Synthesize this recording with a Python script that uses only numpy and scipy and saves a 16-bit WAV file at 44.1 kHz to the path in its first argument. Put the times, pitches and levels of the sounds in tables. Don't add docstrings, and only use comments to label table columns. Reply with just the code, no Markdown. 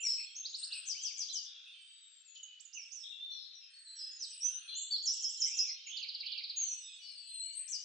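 import sys
import numpy as np
from scipy import signal
from scipy.fft import rfft, irfft
from scipy.io import wavfile
from scipy.ndimage import uniform_filter1d

SR = 44100
rng = np.random.default_rng(int(sys.argv[2]) if len(sys.argv) > 2 else 0)


def boost(x):
    u = np.asarray(x, float) / 20
    return 10 ** u


def wav_record(signal):
    frames = np.transpose(np.atleast_2d(signal))
    bounded = np.clip(frames, -1, 1)
    quanta = np.round(bounded * 32767).astype(np.int16)
    wavfile.write(sys.argv[1], SR, quanta)


N = 345744


# whole tail level/dB,
# time the lower tail takes to fall 60 dB t/s, likeness of left and right (0-1),
# close reflections against the late tail level/dB, echo against the close reflections level/dB
WOOD_PLACES = [(4, 0.94, 0.2, 4.5, -6), (0, 0.93, .4, 6, -4), (-4.5, 0.99, 0.3, 4.5, -12),
               (-3, 1, .4, 4, -8.5)]


def near_birds():
    return sum(wood(dry_notes, *place) for dry_notes, place in zip(songbirds(), WOOD_PLACES))


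def songbirds():
    places = np.zeros((len(WOOD_PLACES), 2, N))
    flutter_hz = 45 * unsteady(42.)
    sing_syllables(places, flutter_hz)
    sing_bends(places, flutter_hz)
    sing_hooks(places, flutter_hz)
    sing_slides(places, flutter_hz)
    sing_arches(places, flutter_hz)
    sing_chatter(places)
    return places


# t/s after the start, f/Hz, level/dB; each phrase holds the settings of phrase()
SYLLABLE_STROKES = [(-1, [(0.0, 3350, -50.5), (0.02, 4207, -35.5), (0.035, 5660, -45.5)],
                    [dict(first_s=.438, gap_s=.09, db=0.25, step_db=0, count=4)]), (8, [(0.0, 5290, -64.5),
                    (0.012, 8560, -53.5), (0.07, 8010, -41.5), (0.12, 8260, -62)],
                    [dict(first_s=.559, gap_s=.151, db=-6.5, step_db=-1, count=2),
                    dict(first_s=7.525, db=-1)]), (5.5, [(0.0, 6805, -47), (0.026, 5786, -44),
                    (0.058, 4490, -45)], [dict(first_s=.868, gap_s=.153, db=3, step_db=-0.26, count=4),
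                    dict(first_s=7.703, db=2.1)]), (9.5, [(0.0, 5156, -55.5), (0.015, 7740, -53),
                    (0.04, 7790, -63.5)], [dict(first_s=.851, gap_s=.154, db=-0.5, step_db=-2, count=4),
                    dict(first_s=7.676, db=3.5)]), (-13.5, [(0, 4550, -58), (0.012, 6350, -50),
                    (0.026, 6960, -54.5)], [dict(first_s=2.727, gap_s=.184, db=-0.5, step_db=3, count=2)]),
                    (-9.5, [(0.0, 4720, -57.5), (0.02, 6330, -47), (0.09, 5364, -49.5), (0.13, 5415, -53)],
                    [dict(first_s=2.732, gap_s=.184, count=2)]), (-2, [(0.0, 7410, -42), (0.026, 5112, -30),
                    (0.065, 6080, -36.5)], [dict(first_s=5.05, gap_s=.347, db=0.5, step_db=.9, count=2),
                    dict(first_s=5.219, gap_s=.349, db=-3, step_db=4.5, shift_hz=-150, count=2)]),
                    (-1, [(0.0, 6670, -48), (.012, 7370, -44), (0.03, 7995, -48)],
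                    [dict(first_s=5.116, gap_s=.17, db=-0.3, step_db=-.3, count=3)]),
                    (-2.2, [(0.0, 5610, -55.5), (.006, 7150, -50), (0.025, 7250, -49.5)],
                    [dict(first_s=5.022, gap_s=.172, db=0.3, step_db=0, count=4)]), (3.3, [(0.0, 5600, -68),
                    (.02, 5884, -60.5), (.09, 5240, -61), (.14, 5090, -59)],
                    [dict(first_s=3.3, gap_s=.228, step_db=-1.7, count=2)]), (-1.5, [(0.0, 5386, -47.5),
                    (.009, 4490, -34), (0.019, 3550, -40)],
                    [dict(first_s=5.966, gap_s=.0584, db=-1.5, step_db=0.12, count=10)])]
CLOSE_STROKES = (0, 10)


def sing_syllables(places, flutter_hz):
    for row, (pan_db, shape, phrases) in enumerate(SYLLABLE_STROKES):
        for settings in phrases:
            for repeat in phrase(**settings):
                notes = np.array(shape) + repeat
                add_whistle(places, pan_db, notes, flutter_hz, close=row in CLOSE_STROKES)


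def phrase(first_s, gap_s=0, db=0, step_db=0, shift_hz=0, count=1):
    return [(first_s + k * gap_s, shift_hz, db + k * step_db) for k in range(count)]


# start t/s, bend after the start t/s, length t/s,
# first f/Hz, bend f/Hz, last f/Hz, level at the bend/dB, pan/dB
BENT_NOTES = [(.03, .04, .115, 5950, 5480, 5150, -29, 1), (4.906, .02, .066, 4330, 4680, 3850, -29.5, -1),
              (3.303, .02, 0.055, 3780, 4370, 3780, -49, 9), (2.8, .24, .36, 8050, 7980, 6950, -72.5, 3.5),
              (3.17, .05, .2, 3330, 3640, 3440, -45.5, 4), (1.325, .04, .1, 3380, 3030, 2840, -51.5, -10.5),
              (3.955, .06, .19, 5800, 5150, 5250, -45, -3), (6.8, .04, .16, 5500, 5150, 5080, -58.5, 2),
              (7.02, .05, 0.18, 5940, 5120, 5050, -59.5, 6.5),
              (.35, 0.012, 0.11, 4970, 6476, 6200, -42, -0.2),
              (1.281, 0.022, 0.054, 2980, 4280, 3204, -42.5, -10),
              (2.349, 0.016, 0.033, 6820, 2490, 7000, -53, -8.5),
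              (2.429, 0.0059, 0.015, 7790, 6470, 6900, -42.5, -9.5),
              (2.595, 0.013, 0.025, 3690, 7500, 7850, -53.5, -17),
              (2.649, .006, 0.019, 7100, 7000, 6260, -48.5, -12),
              (2.745, 0.0079, 0.051, 2860, 2840, 2187, -52, 9),
              (4.19, 0.035, .07, 6410, 5360, 3555, -39, -1.5),
              (4.222, .14, 0.21, 7910, 8085, 7900, -50.5, 1), (4.405, .04, .11, 5500, 6000, 6300, -33, -2),
              (4.74, .035, .12, 6010, 7305, 7690, -40.5, 0.5),
              (7.265, .14, .27, 4150, 4120, 4460, -47.5, 4.5),
              (7.27, 0.17, 0.22, 8560, 7850, 8000, -47.5, 7.5)]


def sing_bends(places, flutter_hz):
    for s, bend, length, first_hz, bend_hz, last_hz, db, pan_db in BENT_NOTES:
        rows = [(s, first_hz, db - 11), (s + bend, bend_hz, db), (s + length, last_hz, db - 11)]
        add_whistle(places, pan_db, rows, flutter_hz)


# start t/s, length t/s, top f/Hz, level before swell and fade/dB, pan/dB
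HOOKED_NOTES = [(5.863, 0.056, 7026, -47, 0.5), (6.56, .18, 6893, -32.5, -0.2),
                (6.986, 0.057, 6050, -62.5, 3)]


def sing_hooks(places, flutter_hz):
    for *note, pan_db in HOOKED_NOTES:
        add_whistle(places, pan_db, hook(*note), flutter_hz)


def hook(start, length, top_hz, db):
    t, flick_s = np.linspace(0, length, 40), .011
    flick = .07 * np.clip(1 - t / flick_s, 0, 1)
    drop = .16 * (1 - np.exp(-np.maximum(t - flick_s, 0) / (.45 * length)))
    swell_db = 12 * np.clip(1 - t / (0.11 * length), 0, 1)
    fade_db = 62.5 * t
    return np.transpose([start + t, top_hz * (1 - flick - drop), db - swell_db - fade_db])


# start t/s, length t/s, first f/Hz, level at the strongest pitch/dB, pan/dB
SINKING_WHISTLES = [(-.2, 0.47, 9080, -56, -4), (1.619, 0.68, 9240, -66.5, 8.5),
                    (3.7, 0.34, 8630, -57.5, -5), (6.633, 0.32, 8480, -58.5, -5.5),
                    (6.919, 0.49, 9260, -64.5, 9)]


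def sing_slides(places, flutter_hz):
    for *note, pan_db in SINKING_WHISTLES:
        add_whistle(places, pan_db, slide(*note), flutter_hz)


def slide(start, length, first_hz, db):
    goal_hz, sink_s, strongest_hz, loss_db_per_khz = 7250, .3, 7850, 17
    t = np.linspace(0, length, 12)
    hz = goal_hz + (first_hz - goal_hz) * np.exp(-t / sink_s)
    loss_db = loss_db_per_khz * np.abs(hz - strongest_hz) / 1000
    return np.transpose([start + t, hz, db - loss_db])


# start t/s, length t/s, foot f/Hz, top f/Hz,
# level at the top/dB, warble depth f/Hz
ARCHED_NOTES = [(-.12, 0.19, 2410, 2952, -49, 250), (0.943, .175, 2145, 3346, -53.5, 30.1),
                (4.43, .27, 2400, 2900, -62, 60), (5.46, .26, 2073, 2742, -55, 119.4),
                (5.863, .2, 2416, 3280, -47.5, 355), (6.223, 0.19, 2414, 3298, -48, 354.5)]


def sing_arches(places, flutter_hz):
    for *note, warble_hz in ARCHED_NOTES:
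        add_whistle(places, -12.5, arch(*note), flutter_hz, warble_hz)


def arch(start, length, foot_hz, top_hz, db):
    u = np.linspace(0, 1, 15)
    height = np.abs(np.sin(np.pi * u)) ** 0.99
    hz = foot_hz + (top_hz - foot_hz) * height
    return np.transpose([start + u * length, hz, db - 5.5 * (1 - height)])


# start t/s, length t/s, f/Hz,
# level at the start/dB, pan/dB, typical pitch waver f/Hz
HELD_NOTES = [(0.0, 0.066, 7150, -44.5, 0.3, 30), (0.047, 0.25, 4295, -52.5, -0.5, 90),
              (0.177, 0.076, 2446, -49.5, -10, 150), (0.482, 0.19, 6910, -63, 7.5, 30),
              (0.701, 0.095, 2676, -50, 3, 171), (1.45, .3, 3524, -54, 2.5, 149.3),
              (1.86, .22, 3720, -62.5, 0, 30.16), (1.671, .05, 2740, -61, -2.5, 40),
              (1.734, .2, 3103, -58.5, -7, 40), (2.273, 0.14, 6880, -63, 10.5, 30.2),
              (2.347, 0.23, 2982, -56, 2, 50.2), (3.03, .12, 3555, -51.5, 9, 139.5),
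              (3.116, .1, 2750, -61, 0.5, 25.1), (3.36, .2, 4000, -57, 7, 200),
              (3.728, 0.24, 4410, -61.5, 4, 40.4), (3.863, .2, 4110, -53, 2, 30.1),
              (3.986, 0.099, 4826, -53, 7.5, 24.8), (4.105, 0.11, 6810, -59, 4.5, 50),
              (4.328, 0.38, 8800, -64.5, 3.5, 39.8), (4.679, 0.29, 3496, -48.5, 3, 60),
              (4.529, .1, 3720, -58.5, 1.5, 40), (4.675, 0.14, 4200, -49.5, 3.5, 121),
              (4.716, 0.11, 2963, -56, 3, 109), (4.757, 0.076, 6660, -45, -2, 29.6),
              (4.956, .07, 5090, -53.5, -1, 260), (5.42, 0.077, 3158, -54.5, 4.5, 25.1),
              (5.679, 0.11, 4256, -55.5, 5, 24.7), (6.64, 0.091, 4253, -52.5, 2, 30.6),
              (6.83, .15, 3698, -54, -3, 39.7), (6.86, .11, 3430, -55, -2.5, 59.8),
              (6.999, 0.14, 2370, -67, -1.5, 60), (7.015, 0.26, 4553, -59, 9.5, 30.1),
              (6.99, .17, 2961, -60, -0.5, 25), (7.055, 0.21, 4230, -53.5, 1, 35.1),
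              (7.416, 0.15, 2940, -60, -0.5, 30.1), (7.74, .1, 2930, -60.5, 0, 40),
              (7.581, 0.16, 2392, -65, -4, 30)]


def sing_chatter(places):
    rasp = unsteady(130.)
    for s, length, hz, db, pan_db, waver_hz in HELD_NOTES:
        rows = [(s, hz, db), (s + length, hz, db - 5.5)]
        add_whistle(places, pan_db, rows, waver_hz * rasp, fade_s=0.0073)


# pan/dB, pan/dB
AHEAD_LIMITS = (3.2, -6.5)


def add_whistle(places, pan_db, rows, flutter_hz, warble_hz=0., close=False, fade_s=0.0022, bend_s=0.011):
    s, hz, db = np.transpose(rows)
    at = np.arange(max(int(s[0] * SR), 0), min(int(s[-1] * SR), N))
    t = at / SR
    rounding = int(min(bend_s, (s[-1] - s[0]) / 4) * SR) + 1
    pitch = uniform_filter1d(np.interp(t, s, hz), rounding, mode="nearest")
    pitch += flutter_hz[at] + warble_hz * np.sin(2 * np.pi * 63 * (t - s[0]))
    phase = 2 * np.pi * np.cumsum(pitch) / SR
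    tone = np.sin(phase) + boost(-45) * np.sin(2 * phase)
    edges = np.clip(np.minimum(t - s[0], s[-1] - t) / fade_s, 0, 1)
    loudness = boost(np.interp(t, s, db)) * np.sin(edges * np.pi / 2) ** 2 * np.sqrt(2)
    sides = boost(np.array([[pan_db], [-pan_db]]) / 2)
    place = int(pan_db < AHEAD_LIMITS[0]) + int(pan_db < AHEAD_LIMITS[1])
    if close:
        place = -1
    places[place][:, at] += loudness * tone * sides


def unsteady(rate_hz):
    r = np.exp(-2 * np.pi * rate_hz / SR)
    return rms_one(signal.lfilter([1], [1, -2 * r, r * r], rng.standard_normal(N)))


def rms_one(x):
    return x / np.sqrt(np.mean(x ** 2) + 1e-20)


def wood(x, tail_db, t60, alike, early_db, echo_db, echo_s=0.094, early_t60=0.18, treble_loss=1.3):
    t = np.arange(int(1.5 * SR)) / SR
    shared, own = rng.standard_normal((2, 2, len(t)))
    alike = np.clip(alike, 0, 1)
    noise = np.sqrt(alike) * shared[0] + np.sqrt(1 - alike) * own
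    low = signal.sosfilt(signal.butter(2, 4500., fs=SR, output="sos"), noise)
    high = noise - low
    late = low * boost(-60 * t / t60) + high * boost(-60 * t / t60 * (0.5 + treble_loss))
    early = noise * boost(early_db - 60 * t / early_t60)
    tail, lag = late + early, int(echo_s * SR)
    tail[:, lag:] += boost(echo_db) * early[::-1, :-lag]
    tail = boost(tail_db) * tail / np.sqrt(np.mean(np.sum(tail ** 2, 1)))
    tail[:, 0] += boost(-3.5)
    return signal.fftconvolve(x, tail, axes=1)[:, :N]


def far_layers():
    scattered = wood(far_birds() + croaks(), tail_db=7.16, t60=0.99, alike=0.22, early_db=2.3, echo_db=-20)
    return boost(-8.5) * scattered


# t/s, level/dB
FAR_LEVEL = [(0.0, -55), (1.2, -57.5), (2.15, -67), (3.84, -65.5), (5.0, -56.5), (6.05, -54.5),
             (7.84, -64.5)]


def far_birds(count=700):
    places, flutter_hz = np.zeros((3, 2, N)), 60 * unsteady(30.)
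    for when, long, high, higher, glide, loud, where in rng.random((count, 7)):
        s, length = when * N / SR, .03 + .15 * long ** 2
        hz = 2350 * 1.48 ** (high + higher)
        db = -9 * loud
        rows = [(s, hz, db), (s + length, hz * (.88 + .18 * glide), db - 3.5)]
        add_whistle(places, 14 * (where - .5), rows, flutter_hz, fade_s=0.014)
    s, db = np.transpose(FAR_LEVEL)
    return rms_one(places.sum(0)) * boost(np.interp(np.arange(N) / SR, s, db))


# start t/s, length t/s, throat resonance f/Hz, level/dB
HOARSE_CALLS = [(0.592, 0.26, 1532, -71), (1.435, 0.25, 1514, -77), (3.664, 0.58, 1727, -74),
                (4.442, .3, 1495, -70.5), (7.581, 0.15, 1945, -71.5)]


def croaks(pulse_hz=76.6, width=0.12, rough=0.83):
    out, t = np.zeros((2, N)), np.arange(N) / SR
    beat = np.cumsum(pulse_hz * (1 + .3 * rng.standard_normal(N))) / SR
    pulses = (np.diff(np.floor(beat), prepend=0) != 0) * np.sqrt(SR / pulse_hz)
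    source = pulses + rough * rng.standard_normal((2, N))
    for s, length, hz, db in HOARSE_CALLS:
        throat = signal.butter(2, [hz * (1 - width), hz * (1 + width)], "band", fs=SR, output="sos")
        swell = np.sin(np.pi * np.clip((t - s) / length, 0, 1)) ** 0.25
        out += boost(db) * swell * rms_one(signal.sosfilt(throat, source))
    return out


# f/Hz, level/dB per Hz
AIR_COLOUR = [(1000, -26), (1350, -11.5), (2000, -8.5), (3500, -1.5), (7000, -11.5), (9200, -27.5)]


def air(alike=0.69):
    hz = np.maximum(np.fft.rfftfreq(N, 1 / SR), 1)
    colour = boost(in_log_hz(AIR_COLOUR, hz))
    mid, side = irfft(rfft(rng.standard_normal((2, N))) * colour, N)
    width = np.sqrt(np.clip(1 - alike, 0, 1))
    return boost(-71.5) * rms_one(mid + width * side * [[1], [-1]])


def in_log_hz(points, hz):
    point_hz, point_db = np.array(points)[:, 0], np.array(points)[:, 1]
    return np.interp(np.log(hz), np.log(point_hz), point_db)


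def scene():
    return near_birds() + far_layers() + air()


def roll_off(x):
    return signal.sosfilt(signal.butter(12, 9080, fs=SR, output="sos"), x)


def record(dry):
    band = signal.sosfilt(signal.butter(8, [1100, 9300], "band", fs=SR, output="sos"), dry)
    hiss = boost(-99) * rng.standard_normal(dry.shape) * boost([[-3.5], [3.5]])
    return roll_off(band + hiss)


dry = scene()
out = record(dry)
wav_record(out)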